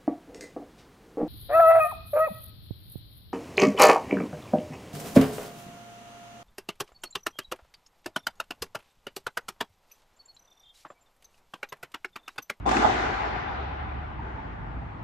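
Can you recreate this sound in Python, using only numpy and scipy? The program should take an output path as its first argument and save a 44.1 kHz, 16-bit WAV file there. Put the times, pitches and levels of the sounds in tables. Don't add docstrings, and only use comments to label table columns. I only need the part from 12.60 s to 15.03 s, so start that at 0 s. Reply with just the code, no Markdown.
import sys
import numpy as np
from scipy import signal
from scipy.fft import rfft, irfft
from scipy.io import wavfile
from scipy.ndimage import uniform_filter1d

SR = 44100
rng = np.random.default_rng(int(sys.argv[2]) if len(sys.argv) > 2 else 0)


def transcribe(u):
    v = np.clip(np.atleast_2d(u).T, -1, 1)
    q = np.round(v * 32767).astype(np.int16)
    wavfile.write(sys.argv[1], SR, q)


def undo_db(level):
    steps = np.asarray(level, float) / 20
    return 10 ** steps


N = 107295


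def evened(x):
    return x / np.sqrt(np.mean(x ** 2) + 1e-20)


def unit(x):
    return x / np.linalg.norm(x)


def read(points, hz):
    f, value = np.transpose(points)
    return np.interp(np.log(hz + 1), np.log(f + 1), value)


def panned(level_db, pan_db):
    return undo_db(level_db + np.array([[pan_db], [-pan_db]]) / 2)


def slow_waver(rate_hz):
    t = np.arange(N)[:, None] / SR
    rates = np.geomspace(0.1, 1, num=12) * rate_hz
    return evened(np.sin(2 * np.pi * (rates * t + rng.random(12))).sum(1))


def noise_pair(shape):
    # hz, correlation
    likeness = [(60, 0.77), (130, 0.92), (270, 0.76), (570, -0.26), (1200, -0.15), (2540, 0.043),
                (5400, 0.059), (11400, -0.031)]
    patchy_db = 1.5
    frames, hz = N // 256 + 5, np.fft.rfftfreq(1024, 1 / SR)[:, None]
    a, b, c, d, patches = rng.standard_normal((frames, 513, 5)).T
    patches = uniform_filter1d(uniform_filter1d(patches, size=10, axis=0), size=10, axis=1)
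    same = np.clip(read(likeness, hz), -1, 1)
    left = a + 1j * b
    right = same * left + np.sqrt(1 - same ** 2) * (c + 1j * d)
    level_db = shape(hz, np.arange(frames) * 256 / SR) + patchy_db * evened(patches)
    spectra = np.array([left, right]) * undo_db(level_db)
    return signal.istft(spectra, nperseg=1024, noverlap=768)[1][:, :N]


def ventilation():
    # time_s, pitch_hz, level_db
    main_hum = [(0.0, 57.65, -37), (0.68, 56.65, -43), (0.801, 57.2, -38.5), (0.83, 59.8, -64.5),
                (0.99, 67.92, -38), (1.18, 69.96, -38), (1.38, 70.16, -37.5), (1.5, 73.1, -41),
                (1.541, 68.5, -52), (1.61, 61.2, -41), (1.73, 64.5, -39.5), (1.851, 61, -46),
                (1.979, 53.5, -41.5), (2.079, 52, -42), (2.13, 57, -35), (2.19, 62.6, -41), (2.43, 63, -53)]
    # pitch_hz, level_db, waver_hz (rms)
    faint_hums = [(46.7, -48, 2.4), (104.7, -52, 5.34), (132.7, -63.5, 10)]
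    # hz, relative_db
    wash_colour = [(18, -59.5), (25, -39), (48, -7), (70, 2.5), (102, -4.5), (183, -12.5), (305, -13.5),
                   (387, -23), (600, -22.5), (800, -16), (1470, -23.5), (2500, -34), (4000, -47.5),
                   (6500, -61.5), (9000, -68), (12000, -76), (16000, -110)]
    wash_db, throb_db = -39, 0.5
    waver_rate_hz, throb_rate_hz = 8.1, 27.0
    time_s, pitch_hz, level_db = np.transpose(main_hum)
    t = np.arange(N) / SR
    tones = [(np.interp(t, time_s, pitch_hz), np.interp(t, time_s, level_db))]
    for f, db, waver_hz in faint_hums:
        tones.append((f + waver_hz * slow_waver(waver_rate_hz), db))
    hum = 0
    for f, db in tones:
        gain = np.sqrt(2) * undo_db(db + throb_db * slow_waver(throb_rate_hz))
        hum = hum + gain * np.sin(2 * np.pi * np.cumsum(f) / SR)
    wash = evened(noise_pair(lambda hz, s: read(wash_colour, hz) + 0 * s))
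    return hum + undo_db(wash_db) * wash


def hall(echoes_db):
    # delay_s, length_s, left_minus_right_db, ring_db, thud_db, crack_db
    echoes = [(.005, 0.016, -1, 2.5, -1, -13.5), (0.015, 0.018, 4, 2, 2, -16),
              (0.027, 0.0075, -1, -2, -9, -17), (0.034, 0.011, -6, -7.5, -19, -2),
              (.056, 0.011, -1, -19, -14, -1.5), (.059, 0.027, -10.5, 0, -8, -12),
              (0.074, 0.013, -5, -5, -18, -15.5), (.1, 0.0077, -5, -22, -4.5, -23),
              (0.112, 0.0068, -4.5, -25, -19, 0), (.133, 0.013, 1, -12, 4.5, -11.5),
              (.163, .012, -10.5, -3, -11, -6), (.172, 0.011, 4, 1.5, -10, -17),
              (0.181, .014, -6.5, -1.5, -11, -15), (0.19, 0.018, -14.5, 4.5, 0, -17),
              (0.199, 0.026, 5, 3.5, -6, -16), (0.233, .023, -2, 5, -1.5, -23),
              (0.382, .05, -6, -6.5, -2, -19), (0.55, 0.067, 6.5, -4, -24, -23)]
    # hz, t60_s
    decay = [(150, 2.6), (300, 1.94), (600, 4.83), (1000, 4.05), (2000, 4.33), (4000, 2.89), (7000, 1.36),
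             (11000, 0.8), (15000, 0.54)]
    mix_db = [(7.5, 0.5), (-15.5, 4), (13.5, -19.5)]
    tail_build_s = 0.067
    echo_rise = 0.18
    far_lag = 20
    t = np.arange(N) / SR
    tail = noise_pair(lambda hz, s: -60 * s / read(decay, hz))
    tail = tail / np.linalg.norm(tail[0]) * (1 - np.exp(-t / tail_build_s))

    def treble_loss(hz, s):
        return np.minimum(60 * s * (1 / read(decay, 1000) - 1 / read(decay, hz)), 0)

    taps = noise_pair(treble_loss)
    taps = taps / taps[:, :8192].std()
    bunches, first_taps = [], []
    for delay_s, length_s, pan_db, *_ in echoes:
        age = np.maximum(t[:SR] - delay_s, 0) / length_s
        bunches.append(unit((1 - np.exp(-age / echo_rise)) * np.exp(-2 * age)))
        far = np.array([[pan_db < 0], [pan_db >= 0]])
        first_taps.append(np.arange(N) == round(delay_s * SR) + far * far_lag)
    paths = []
    for part, (tail_db, first_db) in enumerate(mix_db):
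        gains = [panned(echoes_db + row[3 + part], row[2]) for row in echoes]
        power = sum((bunch * gain) ** 2 for bunch, gain in zip(bunches, gains))
        diffuse = taps * np.sqrt(np.pad(power, ((0, 0), (0, N - SR))))
        firsts = sum(gain * tap for gain, tap in zip(gains, first_taps))
        paths.append(diffuse + undo_db(tail_db) * tail + undo_db(first_db) * firsts)
    return paths


def ring(modes, swell_s):
    t = np.arange(8192) / SR
    swell = np.sin(np.pi / 2 * np.minimum(t / swell_s, 1)) ** 2
    sound = swell * sum(undo_db(db - 60 * t / t60) * np.sin(2 * np.pi * hz * t) for hz, db, t60 in modes)
    low_cut = signal.butter(2, min(modes)[0] / 2, "high", fs=SR, output="sos")
    return unit(signal.sosfilt(low_cut, sound))


def crack(top_hz):
    # hz, relative_db
    crack_colour = [(88, -45), (150, -22.5), (279, -5.5), (388, -6), (569, -13.5), (835, -10), (1390, -10),
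                    (2200, -18.5), (3500, -25), (5000, -29.5), (7000, -29.5), (9000, -39.5), (11800, -47),
                    (13500, -57.5), (15400, -58), (22000, -110)]
    hz = abs(np.fft.fftfreq(8192, 1 / SR))
    log_gain = read(crack_colour, hz) * np.log(10) / 20 - np.log(1 + (hz / top_hz) ** 4) / 2
    spectrum = np.exp(np.conj(signal.hilbert(log_gain)))
    return unit(np.fft.ifft(spectrum).real[:4096])


def hit(knock, ring_modes, thud_modes, contact_s, top_hz):
    start_s, level_db, direct_db, pan_db, echoes_db, thud_db, crack_db = knock
    direct = panned(direct_db, pan_db) * (np.arange(N) == 0)
    ring_path, thud_path, crack_path = hall(echoes_db)
    routes = [
        (ring_path + direct, ring(ring_modes, contact_s)),
        (thud_path + direct, undo_db(thud_db) * ring(thud_modes, 0.0052)),
        (crack_path, undo_db(crack_db) * crack(top_hz)),
    ]
    sound = sum(signal.fftconvolve(path, part[None])[:, :N] for path, part in routes)
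    return undo_db(level_db) * np.pad(sound, ((0, 0), (round(start_s * SR), 0)))[:, :N]


def soft_bounces():
    # start_s, level_db, direct_db, left_minus_right_db, echoes_db, thud_db, crack_db
    knocks = [(1.591, -20, 9.6, -7, -5.5, -5, 2.5), (2.386, -35, 2.4, 0, -16.5, -2, -16)]
    # hz, relative_db, t60_s
    ball_modes = [(885, 5, 0.035), (1180, -12, 0.033)]
    # hz, relative_db, t60_s
    floor_modes = [(112, -3, 0.23), (223, -1, 0.12), (301, -3, 0.072)]
    return sum(hit(row, ball_modes, floor_modes, contact_s=0.0068, top_hz=2430) for row in knocks)


def racket_strike():
    # start_s, level_db, direct_db, left_minus_right_db, echoes_db, thud_db, crack_db
    knocks = [(0.0553, -0.5, -9.5, 5, -1.5, -7, 2.5)]
    # hz, relative_db, t60_s
    racket_modes = [(778, 3.5, 0.036), (846, 4.5, 0.035), (1002, 1.5, 0.029), (1180, -5.5, 0.045),
                    (1973, -12.5, .02), (3483, -14, 0.019)]
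    # hz, relative_db, t60_s
    push_modes = [(240, -10.5, 0.056), (269, 6, 0.06), (347, 7, 0.047), (409, 3, 0.039)]
    return sum(hit(row, racket_modes, push_modes, contact_s=0.0016, top_hz=16000) for row in knocks)


def scene():
    return ventilation() + soft_bounces() + racket_strike()


def top_cut(x):
    return signal.sosfilt(signal.butter(12, 15250, fs=SR, output="sos"), x)


def record(dry):
    # hz, left_minus_right_db
    mic_difference = [(60, -1), (140, 0), (340, 1.5), (830, 2.5), (1980, 1.5), (4740, 4), (8000, 4.5),
                      (11400, -5.5)]
    lean_db = read(mic_difference, np.fft.rfftfreq(N, 1 / SR)) / 2
    heard = irfft(rfft(dry) * undo_db([lean_db, -lean_db]), N)
    low_cut = signal.butter(4, 34, "high", fs=SR, output="sos")
    return top_cut(signal.sosfilt(low_cut, heard))


dry = scene()
out = record(dry)
transcribe(out)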